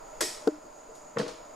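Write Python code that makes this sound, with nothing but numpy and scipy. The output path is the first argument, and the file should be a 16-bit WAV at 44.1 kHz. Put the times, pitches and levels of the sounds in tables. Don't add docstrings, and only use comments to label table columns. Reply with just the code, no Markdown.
import sys
import numpy as np
from scipy import signal
from scipy.fft import rfft, irfft, next_fast_len
from scipy.io import wavfile
from scipy.ndimage import map_coordinates

SR = 44100
rng = np.random.default_rng(int(sys.argv[2]) if len(sys.argv) > 2 else 0)


def transcribe(u):
    v = np.clip(np.atleast_2d(u).T, -1, 1)
    q = np.round(v * 32767).astype(np.int16)
    wavfile.write(sys.argv[1], SR, q)


N = 68355

# f/Hz, likeness (1 = the same, -1 = opposite)
STEREO_LIKENESS = [(60, 1), (290, 0.93), (450, 0.99), (640, -0.21), (900, -0.42), (1400, 0.76),
                   (3100, 0.73), (6800, 0.88), (15000, 0.51)]


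def amp(db):
    return 10 ** (np.asarray(db) / 20)


def along(points, hz):
    freqs, values = np.transpose(points)
    return np.interp(np.log(hz + 1), np.log(freqs + 1), values)


def since(start):
    return np.maximum(np.arange(N) / SR - start, 0)


def fade(t, t60, rise):
    return np.exp(-np.log(1000) * t / t60) * (1 - np.exp(-t / rise))


def wander(position):
    return map_coordinates(rng.standard_normal(int(position.max()) + 4), [position])


def stereo_phase(hz):
    return np.arccos(along(STEREO_LIKENESS, hz)) / 2 * np.array([[1], [-1]])


def filtered(x, gain):
    size = next_fast_len(N + SR // 2)
    hz = np.fft.rfftfreq(size, 1 / SR)
    return irfft(rfft(x, size) * gain(hz), size)[..., :N]


def noise(gain):
    def mid_side_gain(hz):
        angle = np.arccos(along(STEREO_LIKENESS, hz)) / 2
        return gain(hz) * [np.cos(angle), np.sin(angle)]
    mid, side = filtered(rng.standard_normal((2, N)), mid_side_gain)
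    pair = np.array([mid + side, mid - side])
    return pair / np.sqrt(np.mean(pair ** 2) + 1e-20)


def coloured(colour):
    return noise(lambda hz: amp(along(colour, hz)))


def narrow(centre, width):
    return noise(lambda hz: 1 / (1 + ((hz - centre) / width * 2) ** 2))


def tail(colour, start):
    decay_times = [(200, 0.23), (530, 0.24), (1400, 0.62), (3700, 0.57), (9700, 0.48), (15000, 0.29)]
    ripple_db, spacing_hz = 2.5, 44.93
    ringing = noise(lambda hz: amp(along(colour, hz) + ripple_db * wander(hz / spacing_hz)))
    hz, t, bands = signal.stft(ringing, SR, nperseg=256)
    decay = np.exp(-np.log(1000) * np.maximum(t - start, 0) / along(decay_times, hz)[:, None])
    dying = signal.istft(bands * decay, SR, nperseg=256)[1][:, :N]
    return dying * (1 - np.exp(-since(start) / 0.012))


def outdoors():
    air_colour = [(25, 4), (60, -16.5), (120, -9.5), (200, -11), (300, -2), (390, -7.5), (450, 0),
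                  (530, -5), (750, 0.5), (1000, 1.5), (1150, -7.5), (1340, -3.5), (1550, -14),
                  (2200, -16.5), (3300, -24), (4300, -24), (5000, -17.5), (5800, -33), (8200, -29),
                  (11000, -29.5), (15500, -40)]
    air_levels = [(0, -49), (.2, -47), (.45, -48), (.6, -51), (1.1, -51), (1.55, -49.5)]
    drone_bands = [(618, 77, -52.5)]
    insect_bands = [(6830, 60, -62.5), (6800, 1130, -62)]
    swell_db, swell_hz = 1.5, 14
    t = np.arange(N) / SR
    air_db = np.interp(t, *np.transpose(air_levels))
    drone = sum(amp(db) * narrow(hz, width) for hz, width, db in drone_bands)
    swell = amp(swell_db * wander(t * swell_hz))
    insects = swell * sum(amp(db) * narrow(hz, width) for hz, width, db in insect_bands)
    return amp(air_db) * coloured(air_colour) + amp(air_db - air_db.mean()) * (drone + insects)


def bumps():
    touches = [(0.66, -50.5, 330, 0.017), (0.905, -47, 446, .017), (1.053, -60, 225, 0.023)]
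    out = np.zeros((2, N))
    for centre, db, hz, length in touches:
        t = np.arange(N) / SR - centre
        tone = np.sin(2 * np.pi * hz * t + stereo_phase(hz))
        scuff = amp(-4) * narrow(hz, width=220)
        out += amp(db) * np.exp(-(t / length) ** 2 / 2) * (tone + scuff)
    return out


def rattle():
    bands = [(479, 67, -33), (632, 30, -37), (317, 72, -40.5)]
    shaking = sum(amp(db) * narrow(hz, width) for hz, width, db in bands)
    return fade(since(1.21), t60=0.39, rise=0.011) * shaking


def clacks():
    hits = [(.951, -55, 10), (1.1844, -32.5, -1), (1.279, -41.5, 0.5)]
    base_colour = [(150, -17.5), (500, -3.5), (1000, 1), (1700, -7.5), (2400, -8.5), (4900, -4), (6200, -9),
                   (9000, -16), (12000, -25), (15500, -54)]
    out = np.zeros((2, N))
    for start, db, brightness in hits:
        colour = [(hz, level + brightness * np.log2(hz / 1000)) for hz, level in base_colour]
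        burst = fade(since(start), t60=0.15, rise=0.00033) * coloured(colour)
        out += amp(db) * (burst + amp(-5.5) * tail(colour, start))
    return out


def knocks():
    hits = [(1.1612, -28.5, -6.5, 0.0014), (1.1700, -19.5, 2, 0.0006), (1.1935, -22.5, -3.5, 0.00098),
            (1.198, -19, -3.5, 0.00094), (1.2119, -24, -1.5, 0.00044), (1.2292, -33, 2.5, 0.0018),
            (1.2629, -30.5, 1, 0.00033), (1.288, -34.5, 2, 0.0011), (1.323, -42, -1, 0.0024)]
    wood_tones = [(143, -12.5, 0.059), (199.5, -8.5, 0.057), (287, -19, 0.18), (332.5, -22, 0.34),
                  (479.8, 0.5, 0.044), (470, -22, .16), (559, -19, 0.026), (875, -12, 0.038),
                  (1104, -7, 0.022), (1490, -11, 0.01), (1777, -14.5, 0.018)]
    left_delay = [(250, 0), (480, 0), (600, 0.0037), (880, 0.0013), (1130, .00012), (1800, 0.004)]
    grit_colour = [(100, -24), (300, 2), (600, -6.5), (1500, -2.5), (3200, -21), (5000, -37), (12000, -53)]
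    click_hz, low_cut_hz = 1330, 135
    out = np.zeros((2, N))
    for start, db, brightness, rise in hits:
        for hz, level, t60 in wood_tones:
            t = np.array([since(start + along(left_delay, hz)), since(start)])
            gain = amp(db + level + brightness * np.log2(hz / 450))
            out += gain * fade(t, t60, rise) * np.sin(2 * np.pi * hz * t)
        t = since(start)
        grit = amp(-9.5) * fade(t, t60=0.049, rise=rise) * coloured(grit_colour)
        click = amp(0.5) * fade(t, t60=0.0038, rise=rise) * np.sin(2 * np.pi * click_hz * t)
        out += amp(db + brightness) * (grit + click)
    return signal.sosfilt(signal.butter(6, low_cut_hz, "high", fs=SR, output="sos"), out)


def thump():
    hollow_tones = [(186.6, -18.5, 0.0078), (309, -5, 0.011), (372, 2.5, 0.0045), (436, 3, 0.0071),
                    (523, -6, 0.0032), (750, -11.5, 0.0045), (606.4, -25.5, 0.021), (1063, -29.5, 0.01),
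                    (1350, -30, 0.01), (1520, -34, 0.01)]
    tick_colour = [(100, -36), (300, -8), (900, 4.5), (1600, 1), (2600, -12.5), (4200, -6.5), (7500, -15),
                   (11000, -19), (15500, -35.5)]
    hollow_db, hum_hz, low_cut_hz = -14, 303, 129
    t = since(0.4716)
    hollow = np.zeros((2, N))
    for hz, db, peak in hollow_tones:
        swell = (t / peak * np.exp(1 - t / peak)) ** 3
        hollow += amp(hollow_db + db) * swell * np.sin(stereo_phase(hz) / 2 - 2 * np.pi * hz * t)
    hollow = filtered(hollow, lambda hz: 1 - 1 / (1 + (hz / low_cut_hz) ** 10))
    tick = amp(-28) * fade(since(0.4745), t60=0.021, rise=0.0001) * coloured(tick_colour)
    t = since(0.516)
    hum = amp(-29) * fade(t, t60=0.16, rise=0.015) * np.sin(2 * np.pi * hum_hz * t)
    return hollow + tick + hum


def bang():
    hits = [(0.2072, -23.5), (.2098, -23)]
    crack_colour = [(50, -23), (130, -25), (300, -8.5), (480, 5), (620, 2.5), (800, -10), (1050, 2),
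                    (1600, -9), (1920, 3), (2200, -16.5), (2700, -10.5), (5400, -6), (8000, -4.5),
                    (12000, -14.5), (15500, -33)]
    tail_colour = [(100, -19), (330, 12.5), (600, 0), (1300, -15), (2000, -3), (2600, -9), (4300, -3.5),
                   (5400, 2.5), (6500, -3), (7700, -2.5), (11500, -7), (15000, -24)]
    ring_tones = [(366, 6.5, 0.23, 0.016), (442.4, 14.5, 0.14, 0.009), (526, 4, 0.12, .012),
                  (620.7, 17, 0.12, .01), (1040, -1, 0.069, .002), (1898, 2, 0.28, .001),
                  (2264, -7, 0.33, 0.0027), (3280, -7, .5, .002), (3630, -24, 0.59, .002),
                  (5400, -6, 0.64, .002), (5400, -6, 0.22, .002), (6180, -15, 0.3, .002),
                  (7310, -22, 0.36, .002), (7730, 3, 0.44, .002)]
    ring_db, waver_rad, waver_hz = -38.5, 0.25, 50
    out = np.zeros((2, N))
    for start, db in hits:
        out += amp(db) * fade(since(start), t60=0.1, rise=0.00053) * coloured(crack_colour)
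    start, db = hits[-1]
    t = since(start)
    for hz, level, t60, rise in ring_tones:
        phase = 2 * np.pi * hz * t + stereo_phase(hz) + waver_rad * wander(t * waver_hz)
        out += amp(ring_db + level) * fade(t, t60, rise) * np.sin(phase)
    puff = amp(-50.5) * fade(t, t60=0.15, rise=0.01) * narrow(centre=65.5, width=59)
    return out + puff + amp(db - 4.5) * tail(tail_colour, start)


def scene():
    return outdoors() + bang() + thump() + knocks() + rattle() + clacks() + bumps()


def record(dry):
    balance = [(110, -0.5), (200, .7), (370, 2.5), (480, 4.5), (700, -3.6), (1200, -1.1), (2400, 0.5),
               (4400, 0.2), (8000, 1), (15000, -0.5)]
    top_hz = 15700
    sides = np.array([[1], [-1]])
    return filtered(dry, lambda hz: amp(along(balance, hz) / 2 * sides) * (hz < top_hz))


dry = scene()
out = record(dry)
transcribe(out)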